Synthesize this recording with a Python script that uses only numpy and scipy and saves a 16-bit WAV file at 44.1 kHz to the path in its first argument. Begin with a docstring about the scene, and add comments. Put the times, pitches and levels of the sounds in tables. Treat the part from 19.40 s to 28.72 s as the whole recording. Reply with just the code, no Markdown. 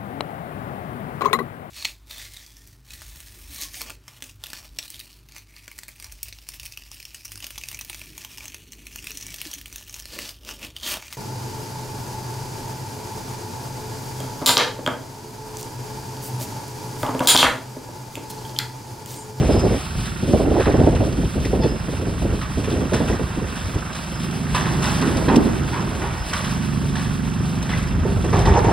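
"""An excavator's hydraulic crusher breaks a concrete building, heard from across the street.
Cracks, splinters, rubble and clanks are noise or ringing modes under short envelopes, echoed by the house fronts.
A diesel engine knocks at its firing rate; grit trickles and a hose hisses against the dust, both from noise.
Gusts of low-passed turbulence buffet the microphone, mostly in the first half."""
import sys
import numpy as np
from scipy import signal
from scipy.fft import rfft, irfft, next_fast_len
from scipy.io import wavfile
from scipy.ndimage import uniform_filter1d

SR = 44100
rng = np.random.default_rng(int(sys.argv[2]) if len(sys.argv) > 2 else 0)


def put_to_file(sound):
    """Save the sound as 16-bit audio at rate SR, in the file named by the first command-line argument."""
    columns = np.atleast_2d(sound).T  # one column per channel
    safe = np.clip(columns, -1, 1)
    whole_steps = np.round(safe * 32767)
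    wavfile.write(sys.argv[1], SR, whole_steps.astype(np.int16))


N = 411012
TIME = np.arange(N) / SR
# Event levels in the tables are before the dB trims among each function's settings.
# Every *_TONE is a relative spectrum: the coloured sound is scaled to unit rms.


def from_db(db):
    """Decibels to gain."""
    return 10 ** (np.asarray(db) / 20)


def rms_one(x):
    """Scale to unit rms."""
    return x / np.sqrt(np.mean(x ** 2) + 1e-20)


def in_time(rows):
    """Read each column of a breakpoint curve at every sample."""
    s, *columns = np.transpose(rows)
    return [np.interp(TIME, s, column) for column in columns]


def at_hz(points, hz):
    """Read a table on a log-frequency axis."""
    f, value = np.transpose(points)
    return np.interp(np.log(hz + 1e-3), np.log(f), value)


def filtered(x, response):
    """Apply a frequency response, given as a function of Hz."""
    size = next_fast_len(N + SR // 2)
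    hz = np.arange(size // 2 + 1) * SR / size
    return irfft(rfft(x, size) * response(hz), size)[..., :N]


def coloured(x, tone):
    """Give a signal a spectrum that falls away beyond its ends; rms 1."""
    lowest, highest = tone[0][0], tone[-1][0]

    def response(hz):
        low_cut = hz ** 2 / (hz ** 2 + (lowest / 2) ** 2)
        high_cut = 1 / (1 + (hz / highest / 2) ** 4)
        return from_db(at_hz(tone, hz)) * low_cut * high_cut
    return rms_one(filtered(x, response))


def drift(rate):
    """Smooth random wander of unit rms; the rate in Hz sets its speed."""
    step = 40  # samples between the points of the wander
    r = np.exp(-2 * np.pi * rate * step / SR)
    noise = rng.standard_normal(N // step + 2002)
    slow = signal.lfilter([1], [1, -2 * r, r * r], noise)[2000:]
    return np.interp(np.arange(N) / step, np.arange(len(slow)), rms_one(slow))


def steadied(x, size=2600):
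    """Take the slow swells out of a sound and keep its grain; size in samples."""
    return x / np.sqrt(uniform_filter1d(x ** 2, size=size) + 1e-4)


def blows(times, levels_db, t60s, rise_s):
    """Envelope of blows that swell quickly and die away, summed in power."""
    power = np.zeros(N)
    for s, db, t60 in zip(times, levels_db, t60s):
        start = max(int(s * SR), 0)
        age = TIME[:min(N - start, SR)]
        decay = from_db(db - 60 * age / max(t60, .02))
        power[start:start + len(age)] += (decay * (1 - np.exp(-age / rise_s))) ** 2
    return np.sqrt(power)


def swells(rows, attack_s, release_s):
    """Envelope of sounds that rise, hold for their length and die away, summed in power."""
    power = np.zeros(N)
    for s, length, db in rows:
        start = max(int(s * SR), 0)
        age = TIME[:min(N - start, int((length + 10 * release_s) * SR))]
        rise = np.clip(age / attack_s, 0, 1)
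        fall = np.exp(-np.maximum(age - length, 0) / release_s)
        power[start:start + len(age)] += (from_db(db) * rise * fall) ** 2
    return np.sqrt(power)


def stones(tone, per_s, spread_db, cycles, count=22):
    """Stones of many sizes knock at random; each falls by 60 dB in a few cycles of its own pitch."""
    out = np.zeros(N)
    hits = int(per_s * N / SR / count) + 1  # for each size of stone
    for hz in np.geomspace(tone[0][0], min(tone[-1][0], SR / 3), count):
        clicks = np.full(N, 1e-18)
        moments = rng.integers(0, N, hits)
        signs = rng.choice([-1, 1], hits)
        clicks[moments] = signs * from_db(spread_db * np.minimum(rng.exponential(1, hits), 4))
        r, w = from_db(-60 * hz / (cycles * SR)), 2 * np.pi * hz / SR
        ringing = signal.lfilter([1, 0, -1], [1, -2 * r * np.cos(w), r * r], clicks)
        out += np.sqrt(hz) * rms_one(ringing)
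    return steadied(coloured(out, tone))


def placed(x, side):
    """Share a sound between left and right, band by band."""
    def shares(hz):
        ratio = from_db(at_hz(side, hz))
        return 2 * np.array([ratio, np.ones_like(ratio)]) / (1 + ratio)
    return filtered(x, shares)


# echo between the house fronts: (f/Hz, level/dB against the direct sound)
STREET_ECHO = [(60, -22), (250, -7), (600, -4.5), (2100, -5.5), (3200, -29), (12000, -10.5)]
STREET_T60_S = 0.81


def street(x):
    """Add the diffuse echo of the house fronts as decaying noise, different in each ear."""
    age = TIME[:SR]
    late = age > .006  # the first reflection needs time to return
    tail = rng.standard_normal((2, SR)) * from_db(-60 * age / STREET_T60_S) * late
    echo = signal.fftconvolve(x, rms_one(tail) / np.sqrt(SR), axes=-1)[:, :N]
    return x + filtered(echo, lambda hz: from_db(at_hz(STREET_ECHO, hz)))


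def turbulence(tone, apart, size):
    """Wind noise common to both microphone ports, plus a share that differs between them."""
    common = steadied(coloured(rng.standard_normal(N), tone), size=size)
    return common + apart * coloured(rng.standard_normal((2, N)), tone)


# single eddies within the gusts: (t/s, length/s, level/dB, treble/dB relative to that level)
EDDIES = [(0.005, 0.032, -22.5, 4), (0.038, 0.0093, -24, 7), (0.087, .026, -15.5, 4.5),
          (0.141, 0.029, -17.5, 4.5), (0.229, 0.043, -16.5, 2.5), (0.301, .022, -17.5, -5),
          (0.335, 0.011, -20, 2), (0.825, 0.01, -15.5, -14), (0.874, 0.047, -17.5, -17),
          (0.93, 0.016, -10.5, -0.5), (0.992, 0.017, -19, 7), (1.037, 0.017, -23, 5),
          (1.074, 0.012, -18, 0), (1.108, 0.015, -14.5, -0.5), (1.154, 0.03, -20, 8.5),
          (1.192, 0.014, -19.5, 9.5), (1.262, 0.037, -16.5, 4.5), (1.336, .016, -12, -1),
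          (1.378, 0.04, -13, -3), (1.464, 0.02, -10, 4), (1.515, .014, -25, 7), (1.599, 0.036, -19.5, 3.5),
          (1.666, 0.017, -24, -4), (1.78, 0.01, -14.5, -9), (1.829, .014, -24.5, 4),
          (1.957, 0.023, -23, -4), (2.127, 0.015, -17.5, 4), (2.191, 0.01, -18, -8),
          (2.239, 0.022, -12, -9), (2.48, 0.011, -20, -9), (2.522, 0.021, -28, 4),
          (2.593, 0.0092, -25.5, -2), (2.62, .017, -23, -9), (2.665, 0.02, -21, -14), (2.814, .012, -21, 0),
          (2.844, .012, -16.5, -7), (2.885, 0.013, -23, -12), (3.17, 0.022, -21, -7),
          (3.271, .016, -17.5, -15), (3.323, .024, -19, -16), (3.357, 0.028, -21, -10),
          (3.394, 0.041, -20.5, -12), (3.518, .035, -18.5, 2.5), (3.599, 0.018, -17, 1),
          (3.696, .016, -17.5, 0), (3.731, .012, -21, -1), (3.791, 0.03, -22.5, -4),
          (3.971, 0.0072, -19, -12), (4.015, .01, -19, -17), (4.354, .01, -20.5, -14)]
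EDDY_ATTACK_S, EDDY_RELEASE_S = 0.0059, 0.011


def eddies():
    """Envelopes of the body and the treble of the eddies, each with its own edge."""
    s, length, db, treble_db = np.transpose(EDDIES)
    body = swells(zip(s, length, db), EDDY_ATTACK_S, EDDY_RELEASE_S)
    treble = swells(zip(s, length, db + treble_db), EDDY_ATTACK_S, EDDY_RELEASE_S)
    return body, treble


# steady breeze, as its rumble: (t/s, level/dB)
BREEZE = [(0.0, -18.5), (.3, -27.5), (0.44, -37.5), (.6, -26.5), (.74, -33), (1.0, -26.5), (1.58, -22),
          (1.72, -30), (1.91, -36), (2.2, -25), (2.42, -33.5), (2.6, -28.5), (2.93, -28.5), (3.03, -31),
          (3.14, -27), (3.5, -31), (3.77, -31.5), (3.9, -29.5), (4.18, -37), (4.42, -35.5), (4.58, -36.5),
          (4.8, -33.5), (5.86, -26.5), (7.09, -33.5), (7.4, -28), (7.89, -31.5), (9.03, -22.5),
          (9.32, -26.5)]
# gusts on top of the breeze: (t/s, length/s, strength level/dB, rumble level/dB)
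GUSTS = [(0.0, 0.36, -25.5, -22.5), (0.83, 0.12, -30, -27), (0.924, 0.035, -20, -19),
         (0.997, 0.22, -24.5, -32), (1.256, 0.047, -22, -23), (1.386, 0.066, -22.5, -17),
         (1.522, 0.18, -26, -27), (1.722, 0.14, -30, -20), (1.95, 0.15, -28.5, -23.5),
         (2.108, 0.24, -28, -30), (2.612, 0.17, -33.5, -35), (2.808, .16, -28.5, -31),
         (3.17, 0.059, -27.5, -30), (3.305, 0.16, -29.5, -38), (3.536, 0.12, -26, -24),
         (3.694, 0.045, -25, -24.5), (3.79, 0.044, -32.5, -31), (3.974, 0.11, -34.5, -26),
         (4.239, 0.028, -48, -22), (4.34, 0.038, -41, -26), (8.42, 0.87, -42, -23),
         (9.035, 0.13, -38, -18.5)]
GUST_ATTACK_S, GUST_RELEASE_S = 0.0074, 0.029
# spectra of the pressure rumble and of the gusts: (f/Hz, level/dB per Hz)
RUMBLE_TONE = [(20, -36), (32, -24), (45, 0), (65, 1.5), (110, -1.5), (180, -9.5), (300, -21), (600, -36)]
GUST_TONE = [(40, -27), (85, 1), (160, -0.5), (260, 2.5), (480, -1), (720, -9), (1000, -21), (1600, -47)]
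# balance of the wind: (f/Hz, left minus right level/dB)
WIND_SIDE = [(100, -0.5), (200, -0.5), (700, -4.5)]


def wind(breeze_db=2.0, gust_db=1.5, gust_rumble_db=-1, lumps_db=2.5, heave_db=2.5, fine_db=4,
         brightening=0.6, gust_apart=0.34, rumble_apart=0.23):
    """Lumpy turbulence at the ports; the stronger a gust, the higher it reaches."""
    s, length, strength_db, rumble_db = np.transpose(GUSTS)
    gusting = swells(zip(s, length, strength_db + gust_db), GUST_ATTACK_S, GUST_RELEASE_S)
    gusting = gusting * from_db(lumps_db * drift(40))
    fine_gusting = gusting * from_db(fine_db) * (gusting / from_db(-11.0)) ** brightening
    eddying, fine_eddying = eddies()
    swirl = turbulence(GUST_TONE, gust_apart, size=600)
    large = filtered(swirl, lambda hz: 1 / (1 + (hz / 500) ** 4))
    fine = swirl - large
    gusts = np.hypot(gusting, eddying) * large + np.hypot(fine_gusting, fine_eddying) * fine
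    # the rumble is mostly the same on both ports
    pushing = swells(zip(s, length, rumble_db + gust_rumble_db), GUST_ATTACK_S, GUST_RELEASE_S)
    breeze = from_db(in_time(BREEZE)[0] + breeze_db)
    pressure = np.hypot(breeze, pushing) * from_db(heave_db * drift(18.6))
    return placed(gusts + pressure * turbulence(RUMBLE_TONE, rumble_apart, size=2600), WIND_SIDE)


# hiss of the water jet as the hose is swung: (t/s, level/dB)
SPRAY = [(0.0, -49.5), (0.57, -45.5), (1.22, -49.5), (5.06, -49.5), (5.58, -43.5), (6.31, -49), (6.88, -49),
         (8.33, -50.5), (8.54, -54.5), (9.32, -49)]
# spectrum of the hiss: (f/Hz, level/dB per Hz)
SPRAY_TONE = [(100, -21), (500, -17), (1200, -16), (2200, 7.5), (3500, 8), (4700, 5), (5300, 7.5),
              (7500, 0.5), (11000, 1.5), (13500, -3), (15500, -13)]


def spray(spray_db=8, splash_db=2.0):
    """The water jet hisses as coloured noise of wandering level."""
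    level_db = in_time(SPRAY)[0] + spray_db + splash_db * drift(8.5)
    return from_db(level_db) * coloured(rng.standard_normal(N), SPRAY_TONE)


# grit trickling down the building's front: (t/s, level/dB)
TRICKLE = [(0.0, -31), (0.75, -40.5), (1.4, -33.5), (1.63, -41), (2.75, -39.5), (3.79, -36), (4.65, -36.5),
           (5.19, -34), (5.37, -32.5), (6.7, -35), (6.9, -35), (7.37, -37.5), (8.8, -36.5), (9.32, -35)]
# spectrum of the grit: (f/Hz, level/dB per Hz)
TRICKLE_TONE = [(300, 13), (900, 11.5), (1800, 6.5), (2200, 2.5), (3400, 0), (4700, -10), (5600, -1),
                (7500, -7), (14000, -56)]


def trickle(trickle_db=-1, surge_db=1.0):
    """Dense small knocks of grit keep running down the front in surges."""
    grains = stones(TRICKLE_TONE, per_s=6000, spread_db=3, cycles=18)
    return from_db(in_time(TRICKLE)[0] + trickle_db + surge_db * drift(13.0)) * grains


# engine exhaust: (t/s, level/dB)
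EXHAUST = [(0, -31), (.48, -37), (.6, -31.5), (.8, -31.5), (4.3, -33), (4.65, -36.5), (4.85, -25),
           (5.6, -21.5), (6.0, -24.5), (6.3, -28.5), (6.85, -38), (7.15, -22), (8.3, -24), (9.32, -24.5)]
# lines of the exhaust drone: (multiple of the firing rate, level/dB)
EXHAUST_LINES = [(5, -2.5), (6, 2.5), (7, 2.5), (8, -1), (9, -2.5), (10, -5), (11, -3), (13, -25),
                 (14, -14), (15, -14.5), (16, -17), (17, -19), (18, -22)]
# spectrum of the gas flutter: (f/Hz, level/dB per Hz)
EXHAUST_TONE = [(40, -30), (80, -14), (130, 5), (180, 0.5), (250, -2.5), (290, -17), (420, -17), (650, -32)]


def exhaust(turns, exhaust_db=-1, waver_db=1.1, gas_db=-10, puff=0.38):
    """The silencer smears the puffs into a drone whose lines each waver, over a flutter of gas."""
    drone = np.zeros(N)
    for k, db in EXHAUST_LINES:
        line = np.sin(2 * np.pi * (k * turns + rng.random()))
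        drone += from_db(db + waver_db * drift(3.7)) * line
    puffing = 1 + puff * np.cos(2 * np.pi * turns)
    gas = coloured(rng.standard_normal(N) * puffing, EXHAUST_TONE)
    mixed = rms_one(rms_one(drone) + from_db(gas_db) * gas)
    return from_db(in_time(EXHAUST)[0] + exhaust_db) * mixed


# spectrum of the metallic knock: (f/Hz, level/dB per Hz)
KNOCK_TONE = [(150, 17), (350, 12.5), (550, -8), (800, -1.5), (1250, 5.5), (1900, 1), (2200, -13),
              (2700, 4), (4500, -50), (9000, -20)]


def knocks(turns, knock_db=-39.0, rattle=1.4, uneven_db=1.0):
    """Every firing strikes the block with a repeated ring and a clatter that is new each time."""
    firings = np.diff(np.floor(turns), prepend=0) * from_db(uneven_db * drift(32))

    def struck(shape):
        return signal.fftconvolve(firings, shape)[:N]
    age = TIME[:SR // 6]
    dying = from_db(-60 * age / .125)
    block = rms_one(struck(dying * rng.standard_normal(len(age))))
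    clatter = rms_one(struck(dying) * rng.standard_normal(N))
    return from_db(knock_db) * coloured(block + rattle * clatter, KNOCK_TONE)


# the engine stands to the right: (f/Hz, left minus right level/dB)
ENGINE_SIDE = [(60, -7), (200, -3), (700, -9), (1290, -44), (2400, -13), (3500, -1)]
FIRING_HZ = 23.72  # mean rate


def engine(wander=.004):
    """A slightly wandering firing rate drives both the exhaust and the metallic knock."""
    turns = np.cumsum(FIRING_HZ * (1 + wander * drift(0.703))) / SR  # counted in firings
    return placed(exhaust(turns) + knocks(turns), ENGINE_SIDE)


# thin squeaks: (t/s, length/s, level/dB, pitch f/Hz)
SQUEAKS = [(0.105, .085, -37.5, 5115), (0.22, .06, -46, 5100), (2.202, 0.12, -43.5, 5090),
           (4.5, .03, -51, 5110), (4.717, 0.097, -45, 5115), (5.24, .05, -48.5, 5110),
           (6.785, .02, -44, 5110), (6.88, .015, -47, 5100), (8.45, .08, -52, 5120), (9.04, .04, -45, 5100)]
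SQUEAK_WIDTH_HZ = 58  # rms wander of the pitch
SQUEAK_ATTACK_S, SQUEAK_RELEASE_S = .012, 0.066


def squeaks():
    """A thin, rough, flickering tone starts quickly, holds and fades."""
    s, length, db, hz = np.transpose(SQUEAKS)
    pitch = np.interp(TIME, s, hz) + SQUEAK_WIDTH_HZ * drift(230)
    tone = np.sin(2 * np.pi * np.cumsum(pitch) / SR)
    flicker = from_db(4 * drift(45))
    envelope = swells(zip(s, length, db), SQUEAK_ATTACK_S, SQUEAK_RELEASE_S)
    return envelope * steadied(tone * flicker, size=5000)


# steel slipping under load gives a short groan: (t/s, f/Hz, level/dB)
GROAN = [(2.2, 905, -48), (2.222, 904, -33), (2.243, 865, -25), (2.262, 872, -31), (2.29, 885, -58)]
# its harmonics: (multiple of the pitch, level/dB)
GROAN_LINES = [(1, 0.5), (2, -9), (3, -10), (4, -14), (5, -11.5)]


def groan(level_db=-1.5):
    """Stick and slip repeat fast enough to give a rough pitch, its overtones flickering."""
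    hz, db = in_time(GROAN)
    turns = np.cumsum(hz * (1 + .028 * drift(190))) / SR
    tone = np.zeros(N)
    for k, line_db in GROAN_LINES:
        tone += from_db(line_db + 3 * drift(70)) * np.sin(2 * np.pi * k * turns)
    sounding = (TIME > GROAN[0][0]) & (TIME < GROAN[-1][0])
    return from_db(db + level_db) * tone * sounding


# a steel bar chirps as it slips on concrete: (t/s, f/Hz, level/dB)
SCRAPE = [(8.3, 1803, -43), (8.328, 1916, -36), (8.338, 2015, -21), (8.349, 2090, -42), (8.37, 2050, -55)]


def scrape(level_db=2, catch_db=-0.5):
    """The bar catches, then slips with one short, mostly rising chirp."""
    hz, db = in_time(SCRAPE)
    tone = np.sin(2 * np.pi * np.cumsum(hz * (1 + .015 * drift(200))) / SR)
    sounding = (TIME > SCRAPE[0][0]) & (TIME < SCRAPE[-1][0])
    return from_db(db + level_db + catch_db * drift(70)) * tone * sounding


# reinforcing steel and beams being struck: (t/s, peak level/dB, pitch f/Hz, t60/s, t60 of the chatter/s)
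CLANKS = [(2.049, -22, 1940, 0.037, 0.064), (3.016, -30, 1090, .15, .1), (5.148, -14, 1005, .09, 0.13),
          (5.255, -26, 1010, .08, .15), (5.43, -22, 987, .08, 0.32), (5.884, -13, 924, 0.089, 0.26),
          (6.333, -19, 937, 0.098, 0.3), (6.625, -23.5, 861, 0.12, 0.44), (6.77, -28, 848, .09, .2),
          (6.93, -16.5, 1157, 0.094, 0.2)]
# modes of the steel: (multiple of the pitch, level/dB)
STEEL = [(1, 0.5), (1.07, -3), (1.18, -7), (1.73, -8), (1.98, -11), (2.72, -8), (3.5, -10), (4.38, -18)]


def clanks(level_db=-5, chatter=0.75):
    """A chunk hits steel and chatters on it; later touches excite each mode with their own strength."""
    out, age = np.zeros(N + SR), TIME[:SR // 2]
    for s, db, hz, t60, chatter_t60 in CLANKS:
        touching = rng.random(len(age)) < 350 / SR  # 350 touches a second on average
        contacts = chatter * touching * from_db(-60 * age / chatter_t60)
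        start = int(s * SR)
        for k, mode_db in STEEL:
            touches = contacts * rng.standard_normal(len(age))
            touches[0] = 1  # the first hit
            decay = from_db(mode_db - 60 * age * np.sqrt(k) / t60)  # higher modes die sooner
            mode = decay * np.sin(2 * np.pi * k * hz * age)
            ring = signal.fftconvolve(touches, mode)[:len(age)]
            ring = ring / np.sqrt(np.sum(touches ** 2))
            out[start:start + len(age)] += from_db(db + level_db) * ring
    return out[:N]


# chunks crumbling as they land or are crushed: (t/s, level/dB, t60/s, pitch of the stones f/Hz)
CRUNCHES = [(2.049, -28, 0.1, 2000), (3.012, -30.5, 0.25, 1150), (3.24, -34, .3, 1860),
            (5.146, -27, 0.22, 1050), (5.425, -29.5, .5, 950), (5.883, -20, 0.46, 830),
            (6.334, -25.5, 0.48, 930), (6.617, -26.5, .55, 878), (6.931, -24, 0.25, 1230),
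            (8.291, -29, 0.51, 1754), (8.928, -21, 0.22, 900), (9.06, -24, .6, 880),
            (9.145, -20.5, 0.39, 830), (9.27, -27, .5, 800)]
# colour of a crunch: (multiple of its pitch, level/dB per Hz)
CRUNCH_TONE = [(.66, -11), (.93, 5.5), (1.15, 4.5), (1.5, -0.5), (2, -11), (2.4, -9), (3, -21), (4, -26.5)]


def crunches(level_db=-2):
    """A chunk bursts into coarse stones that knock together and settle; smaller stones ring higher."""
    middle_hz = 900
    tone = [(k * middle_hz, db) for k, db in CRUNCH_TONE]
    heap = stones(tone, per_s=1000, spread_db=3, cycles=20)
    out = np.zeros(N)
    for s, db, t60, hz in CRUNCHES:
        # play the heap faster or slower to reach the pitch, looping at its end
        pitched = np.interp((TIME * hz / middle_hz) % TIME[-1], TIME, heap)
        out += blows([s], [db + level_db], [t60], rise_s=0.0019) * pitched
    return out


# heavy pieces landing: (t/s, peak level/dB, t60/s)
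THUDS = [(4.277, -18, 0.073), (4.933, -16.5, 0.083), (5.613, -9.5, 0.19), (5.664, -9, 0.17),
         (5.755, -10.5, .16), (5.881, -4, 0.12), (5.909, -5.5, 0.14), (5.94, -5, 0.11), (5.966, 3.5, 0.1),
         (6.056, -6.5, 0.093), (6.429, -17, 0.12), (6.628, -17, 0.11), (7.425, -16, 0.095)]
# spectrum of a thud: (f/Hz, level/dB per Hz)
THUD_TONE = [(40, -23), (100, -12), (160, 0), (240, 10), (340, 6), (480, -2), (700, -12), (1500, -47)]


def thuds(thud_db=-6):
    """Heavy pieces land with a quick low burst of knocking blocks."""
    s, peak_db, t60 = np.transpose(THUDS)
    blocks = stones(THUD_TONE, per_s=2300, spread_db=0.5, cycles=14.4)
    return blows(s, peak_db + thud_db, t60, rise_s=0.002) * blocks


LURCH_DB = 1.5  # rms unevenness of tumbling and grinding
# masonry tumbling down in runs: (t/s, length/s, level/dB)
TUMBLES = [(5.15, 0.45, -33), (5.61, .26, -28), (5.88, 0.082, -18.5), (6.055, .02, -23),
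           (6.29, 0.36, -32.5)]
TUMBLE_ATTACK_S, TUMBLE_RELEASE_S = 0.016, 0.019
# spectrum of the tumbling: (f/Hz, level/dB per Hz)
TUMBLE_TONE = [(60, -11), (130, -2), (220, 4), (350, 5.5), (550, -5.5), (950, -5.5), (1400, -16.5),
               (3000, -29)]


def tumbling():
    """Runs of dull stone knocks roll down with a lurching level."""
    rolling = stones(TUMBLE_TONE, per_s=2500, spread_db=2.5, cycles=9)
    return swells(TUMBLES, TUMBLE_ATTACK_S, TUMBLE_RELEASE_S) * rolling * from_db(LURCH_DB * drift(34))


# jaws biting into the floor slab: (t/s, length/s, level/dB, treble/dB relative to that level)
BITES = [(8.643, .025, -24, -12), (8.685, .025, -25, -13), (8.765, .02, -28.5, -6), (8.838, 0.033, -23, -3),
         (8.924, 0.087, -21.5, -0.5), (9.054, 0.07, -20.5, 1), (9.133, 0.058, -17.5, 1),
         (9.242, 0.013, -21.5, 3), (9.266, .06, -18.5, -0.5)]
BITE_ATTACK_S, BITE_RELEASE_S = 0.0057, 0.017
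# spectrum of the grinding: (f/Hz, level/dB per Hz)
GRIND_TONE = [(80, 0), (200, -10), (380, 12), (600, 1), (900, 4.5), (1300, -12), (2200, -15), (4200, -27.5),
              (6200, -18.5), (8500, -39)]


def grinding():
    """The jaws grind through the slab, bite after bite, each with its own brightness."""
    s, length, db, treble_db = np.transpose(BITES)
    crushing = stones(GRIND_TONE, per_s=5000, spread_db=2.5, cycles=14)
    dull = filtered(crushing, lambda hz: 1 / (1 + (hz / 650) ** 6))
    bright = crushing - dull
    biting = swells(zip(s, length, db), BITE_ATTACK_S, BITE_RELEASE_S)
    bright_biting = swells(zip(s, length, db + treble_db), BITE_ATTACK_S, BITE_RELEASE_S)
    return (biting * dull + bright_biting * bright) * from_db(LURCH_DB * drift(34))


CHIPS_PER_S, CHIP_DB, CHIP_SPREAD_DB, CHIP_T60_S = 6.7, -38, 2, 0.097


def chips():
    """Envelope of small chips snapping off at random, each with its own moment and size."""
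    count = int(CHIPS_PER_S * N / SR)
    when, size = rng.random((count, 2)).T
    levels_db = CHIP_DB + CHIP_SPREAD_DB * (2 * size - 1)
    return blows(when * (N - 1) / SR, levels_db, np.full(count, CHIP_T60_S), rise_s=0.001)


# brittle snaps: (t/s, peak level/dB, t60/s)
SNAPS = [(0.194, -23, 0.094), (1.199, -27, .06), (2.052, -23, 0.062), (3.299, -29, 0.054),
         (3.536, -24, 0.22), (4.548, -28, .11), (4.91, -23, 0.054), (5.147, -26, 0.08), (5.421, -30, .08),
         (5.613, -20, 0.076), (5.7693, -22, 0.1), (5.958, -14.5, 0.077), (6.894, -26, .09),
         (6.932, -22, 0.087), (7.045, -23, 0.071), (8.226, -23, .06), (8.374, -25, .07),
         (8.99, -22.5, 0.21), (9.054, -27, .16)]


def snaps(snap_db=-7):
    """Envelope of brittle snaps, with a very fast rise."""
    s, peak_db, t60 = np.transpose(SNAPS)
    return blows(s, peak_db + snap_db, t60, rise_s=0.00065)


# concrete breaking: (t/s, strength level/dB, splinters/dB relative to that, t60 of the shower/s)
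BREAKS = [(0.196, -44, 0, 0.36), (0.655, -32.5, 0.5, 0.21), (1.198, -25, -11, 0.32),
          (1.255, -24.5, -14, 0.25), (1.549, -30.5, -6, 0.29), (2.234, -35.5, -1, 0.27),
          (3.01, -31.5, -6, 0.23), (3.238, -35.5, -0.5, 0.2), (3.299, -37, 1.5, 0.45),
          (3.531, -24.5, -7, 0.43), (3.675, -29.5, -8, 0.64), (4.154, -35, -0.5, 0.48),
          (4.55, -33.5, -3, 0.27), (5.145, -21.5, -5.5, 0.55), (5.255, -26, -21, 0.32),
          (5.424, -25, -3.5, 1), (5.611, -26.5, -17.5, 0.82), (5.885, -23, -14, 0.31),
          (6.33, -32, -7, 0.33), (6.617, -29.5, -11, 0.68), (6.931, -26.5, -4.5, 0.79),
          (7.039, -32.5, -4.5, 1), (7.553, -29, -5.5, 0.7), (8.225, -43, 0, 0.22), (8.291, -29, -9.5, 1),
          (8.929, -28, -10, 0.86), (9.052, -27, -9, 0.75)]
# spectra of the coarse stones and of the splinters: (f/Hz, level/dB per Hz)
CRACK_TONE = [(200, -21), (500, -6.5), (1000, 1.5), (1400, -1), (1900, -0.5), (2300, -10.5), (2700, -7.5),
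              (3100, -13.5), (3500, -9), (4000, -13)]
SPLINTER_TONE = [(1200, -54), (2500, 5), (3600, 4.5), (4700, 0), (5600, 5), (7500, -4), (11000, -7),
                 (15500, -17)]


def cracking(crack_db=-1, crack_t60=0.19, stones_db=-2):
    """Each break is a short crack, then a shower of stones and a brighter one of splinters."""
    s, db, treble_db, t60 = np.transpose(BREAKS)
    crack = blows(s, db + crack_db, np.full(len(s), crack_t60), rise_s=0.00029)
    shower = blows(s, db + stones_db, t60, rise_s=0.0091)
    splinters = blows(s, db + treble_db, t60, rise_s=0.0011)
    coarse = stones(CRACK_TONE, per_s=2200, spread_db=2.5, cycles=28)
    fine = stones(SPLINTER_TONE, per_s=6500, spread_db=2.8, cycles=16)
    brittle = np.sqrt(splinters ** 2 + snaps() ** 2 + chips() ** 2)
    return np.hypot(crack, shower) * coarse + brittle * fine


# balance of the rubble, steel and water: (f/Hz, left minus right level/dB)
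RUBBLE_SIDE = [(60, 4), (200, -2.5), (600, -3), (1150, -3.5), (1700, -5), (2400, 5.5), (3500, 0)]


def scene():
    """The site echoes in the street; the wind is right at the microphone."""
    steel = squeaks() + groan() + scrape() + clanks()
    rubble = crunches() + thuds() + tumbling() + grinding() + cracking()
    site = engine() + placed(spray() + trickle() + steel + rubble, RUBBLE_SIDE)
    return wind() + street(site)


# phase between the two microphone channels: (f/Hz, phase/rad)
PORT_PHASE = [(0, 0), (260, -.2), (1030, -.2), (1380, .3), (1890, .4), (2150, .7), (2410, -.1), (2840, -.6),
              (3530, 0), (5060, -.1), (5320, 2.2), (6300, 2.4), (7150, 3.3), (7410, 4.1), (7670, 6.28),
              (10200, 6.3), (10400, 7.5), (11800, 9.4), (13600, 9.5), (14400, 10.9), (14800, 12.5)]
CUTOFF_HZ = 15800


def record(dry):
    """The channels part in phase towards the treble, peaks are rounded, the top is cut."""
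    port_hz, radians = np.transpose(PORT_PHASE)
    halves = np.array([[.5], [-.5]])  # each channel takes half of the phase
    wide = filtered(dry, lambda hz: np.exp(1j * np.interp(hz, port_hz, radians) * halves))
    rounded = 1.2 * np.tanh(wide / 1.2)
    return filtered(rounded, lambda hz: 1 / np.sqrt(1 + (hz / CUTOFF_HZ) ** 200))


dry = scene()
out = record(dry)
put_to_file(out)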